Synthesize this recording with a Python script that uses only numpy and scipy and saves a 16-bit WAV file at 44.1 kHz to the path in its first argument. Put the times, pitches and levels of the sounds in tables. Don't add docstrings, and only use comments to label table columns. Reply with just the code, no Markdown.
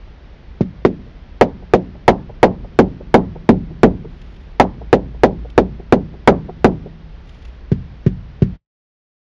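import sys
import numpy as np
from scipy import signal
from scipy.fft import rfft, irfft, next_fast_len
from scipy.io import wavfile
from scipy.ndimage import map_coordinates

SR = 44100
rng = np.random.default_rng(int(sys.argv[2]) if len(sys.argv) > 2 else 0)


def int16_out(signal):
    q = np.round(np.clip(np.atleast_2d(signal).T, -1, 1) * 32767)
    wavfile.write(sys.argv[1], SR, q.astype(np.int16))


N = 410571

# (time [s], relative strength [dB], plank pitch [Hz])
BLOWS = [(0.6081, -16.5, 205), (0.85, -3, 374), (1.4114, 8, 625), (1.7361, 3.5, 481), (2.0798, 12.5, 725.2),
         (2.4299, 11, 644.7), (2.7894, 4.5, 441.6), (3.142, 9, 612), (3.491, -0.5, 327.7), (3.8326, 6, 441),
         (4.5985, 11.5, 760), (4.9289, 5.5, 520), (5.2347, 7.5, 565.5), (5.5785, 3.5, 487.6),
         (5.9243, 2, 452), (6.2752, 11.5, 670.4), (6.6447, 5, 495), (7.7169, -18, 138.6),
         (8.0634, -16, 132.7), (8.4202, -14.5, 134.5)]
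# (time when nearest [s], time to 1/e of nearness [s])
STERN_VISITS = [(3.402, 0.83), (6.421, 0.78)]
# (frequency [Hz], width [Hz], level against the direct knock [dB])
HULL_MODES = [(51, 6.4, 17.5), (135, 46, 5), (174, 2.7, -3.5), (185.1, 10.5, 23.5), (178.8, 5, -10.5),
              (235, 20.7, 7), (280.1, 9.3, 13.5), (319.2, 28, 3), (366, 22.2, 9), (392.2, 13, -0.5),
              (420, 83.5, 10.5), (535.5, 91, 1.5), (608, 56, 4.5), (755.2, 110, 8), (863, 117, 7.5),
              (903, 17, -15), (1285.5, 110, 6)]
# (delay [s], bass gain [ratio])
NEAR_REFLECTIONS = [(0.00349, -0.51), (0.00814, 0.8), (0.01209, 0.65), (0.0195, 0.23), (0.0255, 0.12),
                    (0.0381, 0.02), (0.04188, 0.041), (0.0523, 0.04)]
# (frequency [Hz], relative level [dB])
RING_COLOUR = [(40, 4.5), (100, 4), (170, -2.5), (300, -5.5), (500, -4), (850, -13), (1400, -35.5),
               (6000, -37.5)]
# (frequency [Hz], time to fall 60 dB [s])
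RING_DECAY = [(50, 0.63), (170, 0.92), (300, 0.2), (700, 0.17), (2000, 0.43), (8000, 0.14)]
# (frequency [Hz], relative level [dB])
FAR_WALL_COLOUR = [(100, -14), (280, -5.5), (450, -2), (650, -6.5), (1000, -14.5), (1500, -22), (3000, -18)]
# (time of peak [s], time to 1/e [s], level [dB])
RUSTLES = [(4.218, 0.00387, -46), (4.3, .2, -53.5), (5.503, 0.0031, -39), (7.294, 0.0044, -47),
           (7.37, .16, -52), (7.455, 0.0037, -42)]
# (time of peak [s], time to 1/e [s], level [dB])
ENGINE_SWELLS = [(5.425, 0.78, -32.5), (7.437, 0.34, -38.5)]
# (frequency [Hz], relative density [dB per Hz])
RUMBLE_COLOUR = [(8.8, -47.5), (15, -18), (32, -3), (65, -5), (97, -17), (166, -18.5), (199, -21.5),
                 (269, -26), (400, -40), (520, -58), (880, -120)]
# (frequency [Hz], relative density [dB per Hz])
HISS_COLOUR = [(180, -24.5), (300, -8), (450, -9.5), (800, -14.5), (1100, -17.5), (1600, -18.5),
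               (2300, -19), (3200, -16), (4500, -21), (5700, -26.5), (7000, -42), (12000, -65)]
# (frequency [Hz], level [dB])
INPUT_TREBLE = [(2000, 7), (3000, 0), (4200, -1.5), (7200, -1), (8000, -38), (9000, -6), (10500, -1),
                (13000, -25), (15500, -20)]
# (time [s], level [dB])
CLOSING_FADE = [(8.54, 0), (8.56, -3), (8.578, -26), (8.62, -48), (8.8, -100)]

CONTACT_RATIO = 2.11
STERN_HARDENING = 0.82
PLANK_DAMPING = 0.75
STERN_DAMPING = 0.39
STERN_MODE_HZ, STERN_MODE_WIDTH_HZ, STERN_MODE_DB = 212.8, 20, 13
HUM_DB, HUM_FALL_DB = -25.5, 26
CRACKLE_DB, CRACKLE_GROWTH = -17, 0.74
ECHO_S = 0.22
ECHO_AFT_DB = 4.5
ENGINE_HZ, ENGINE_REV_S, ENGINE_RISE_HZ_PER_S = 52.3, 3.5, 2.2
RUMBLE_DB, HISS_DB = -36, -48.5
RUMBLE_RISE_DB, RUMBLE_RISE_S = 4.5, 1
TOP_HZ = 15500


def mallet(scatter_hz=131):
    f = np.fft.rfftfreq(SR, 1 / SR)
    hull = 1 + sum(amp(db) * resonance(f, hz, width) for hz, width, db in HULL_MODES)
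    stern_mode = amp(STERN_MODE_DB) * resonance(f, STERN_MODE_HZ, STERN_MODE_WIDTH_HZ)
    reflections = sum(gain * delay(f, s) for s, gain in NEAR_REFLECTIONS)
    near = 1 + reflections / (1 + 1j * f / scatter_hz)
    out = np.zeros(N + SR)
    for s, strength_db, plank_hz in BLOWS:
        aft = sum(swell(s, nearest, stay) for nearest, stay in STERN_VISITS)
        contact_hz = CONTACT_RATIO * plank_hz * (1 + STERN_HARDENING * aft)
        width_hz = plank_hz * (PLANK_DAMPING + STERN_DAMPING * aft)
        echo = 1 + amp(ECHO_AFT_DB * aft) * far_wall(f)
        paths = (hull + aft * stern_mode) * near * echo + diffuse_ring()
        knock = amp(strength_db) * blow(f, plank_hz, width_hz, contact_hz) * paths
        paint = amp(CRACKLE_DB + CRACKLE_GROWTH * strength_db) * crackle(f)
        start = round(s * SR)
        out[start:start + SR] += irfft(knock + paint, SR) + stern_hum(aft)
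    return out[:N]


def blow(f, plank_hz, plank_width, contact_hz, bend_hz=104, bend_width=99,
         overtone=2.7, overtone_width=45, overtone_db=-10, loss_hz=600):
    first_mode = resonance(f, plank_hz, plank_width)
    second_hz = overtone * plank_hz
    second_gain = amp(overtone_db) / (1 + (second_hz / loss_hz) ** 4)
    flex = first_mode + second_gain * resonance(f, second_hz, overtone_width)
    dispersion = 1 - 2 * resonance(f, bend_hz, bend_width)
    return SR / plank_hz * flex * contact(f, contact_hz) * dispersion


def contact(f, hardness_hz, cutoff=1.81, damping=0.94):
    u = f / (cutoff * hardness_hz)
    return 1 / (1 + 1j * f / hardness_hz) ** 2 / (1 - u * u + 1j * damping * u)


def diffuse_ring(rise_s=0.0017):
    hz, t, bands = signal.stft(rng.standard_normal(SR), SR, nperseg=512)
    t60 = along(RING_DECAY, hz)[:, None]
    envelope = amp(-60 * t / t60) * (1 - np.exp(-t / rise_s))
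    energy = np.sqrt(t60 * SR / np.log(10 ** 6))
    envelope *= amp(along(RING_COLOUR, hz))[:, None] / energy
    tail = signal.istft(bands * envelope, SR, nperseg=512)[1]
    return rfft(tail[:SR])


def far_wall(f, spread_s=0.0073, echo_db=-42):
    t = np.arange(SR) / SR
    scatter = rng.standard_normal(SR) * swell(t, ECHO_S, spread_s)
    return amp(echo_db + along(FAR_WALL_COLOUR, f)) * rfft(scatter / np.linalg.norm(scatter))


def crackle(f, level_db=9, rise_s=0.0008, t60=0.071, bright_hz=3700, damping=0.97, top_hz=6500):
    t = np.arange(SR) / SR
    burst = rng.standard_normal(SR) * amp(level_db - 60 * t / t60) * (1 - np.exp(-t / rise_s))
    u, v = f / bright_hz, f / top_hz
    bright = 1 / (1 - u * u + 1j * damping * u)
    rolloff = 1 / (1 - v * v + 1j * np.sqrt(2) * v)
    return rfft(burst) * bright * rolloff


def stern_hum(aft, hum_hz=160, t60=1.6):
    t = np.arange(SR) / SR
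    level_db = HUM_DB - HUM_FALL_DB * (1 - aft) - 60 * t / t60
    return amp(level_db) * np.sin(2 * np.pi * hum_hz * t)


def sleeve(cloth_hz=3200, cloth_width=2500, grain_db=4):
    cloth = filtered(rng.standard_normal(N), lambda hz: resonance(hz, cloth_hz, cloth_width) ** 2)
    return swells(RUSTLES) * unit(cloth * amp(grain_db * wobble(120)))


def engine(waver_hz=0.5, flutter_db=0.9):
    t = np.arange(N) / SR
    rise_hz = ENGINE_RISE_HZ_PER_S * np.maximum(t - ENGINE_REV_S, 0)
    pitch_hz = ENGINE_HZ + rise_hz + waver_hz * wobble(2.4)
    drone = unit(np.sin(2 * np.pi * np.cumsum(pitch_hz) / SR))
    return swells(ENGINE_SWELLS) * amp(flutter_db * wobble(0.98)) * drone


def yard():
    t = np.arange(N) / SR
    rumble_db = RUMBLE_DB - RUMBLE_RISE_DB * np.maximum(1 - t / RUMBLE_RISE_S, 0)
    rumble = amp(rumble_db + 0.42 * wobble(0.67)) * noise(RUMBLE_COLOUR, side_db=-38.5)
    hiss = amp(HISS_DB + 0.21 * wobble(7.1)) * noise(HISS_COLOUR, side_db=-32.5)
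    return rumble + hiss


def noise(spectrum, side_db):
    mid, side = filtered(rng.standard_normal((2, N)), lambda hz: amp(along(spectrum, hz)))
    side = amp(side_db) * side
    return unit(np.array([mid + side, mid - side]))


def amp(db):
    return 10 ** (np.asarray(db) / 20)


def unit(x):
    return x / np.sqrt(np.mean(x ** 2) + 1e-20)


def along(points, hz):
    f, v = np.transpose(points)
    return np.interp(np.log(hz + 1), np.log(f + 1), v)


def wobble(rate):
    knots = rng.standard_normal(int(N * rate / SR) + 4)
    return map_coordinates(knots, [np.arange(N) * rate / SR])


def swell(t, s, length):
    return np.exp(-((t - s) / length) ** 2)


def swells(rows):
    t = np.arange(N) / SR
    return sum(amp(db) * swell(t, s, length) for s, length, db in rows)


def filtered(x, response):
    m = next_fast_len(N + SR // 2)
    return irfft(rfft(x, m) * response(np.fft.rfftfreq(m, 1 / SR)), m)[..., :N]


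def resonance(f, hz, width):
    return 1j * f * width / (hz * hz - f * f + 1j * f * width)


def delay(f, s):
    return np.exp(-2j * np.pi * f * s)


def scene(lag_s=0.00001):
    right = mallet()
    left = filtered(right, lambda hz: delay(hz, lag_s))
    return np.array([left, right]) + sleeve() + yard() + engine()


def record(dry, ceiling=0.96, tilt_db=0.95, tilt_hz=700):
    clipped = dry / (1 + np.abs(dry / ceiling) ** 8) ** (1 / 8)
    fade_db = np.interp(np.arange(N) / SR, *np.transpose(CLOSING_FADE))

    def treble(hz):
        sides_db = np.array([[-1], [0]]) * tilt_db * hz / (hz + tilt_hz)
        shape_db = along(INPUT_TREBLE, hz) - INPUT_TREBLE[0][1]
        return (hz < TOP_HZ) * amp(shape_db + sides_db)

    return filtered(clipped * amp(fade_db), treble)


dry = scene()
out = record(dry)
int16_out(out)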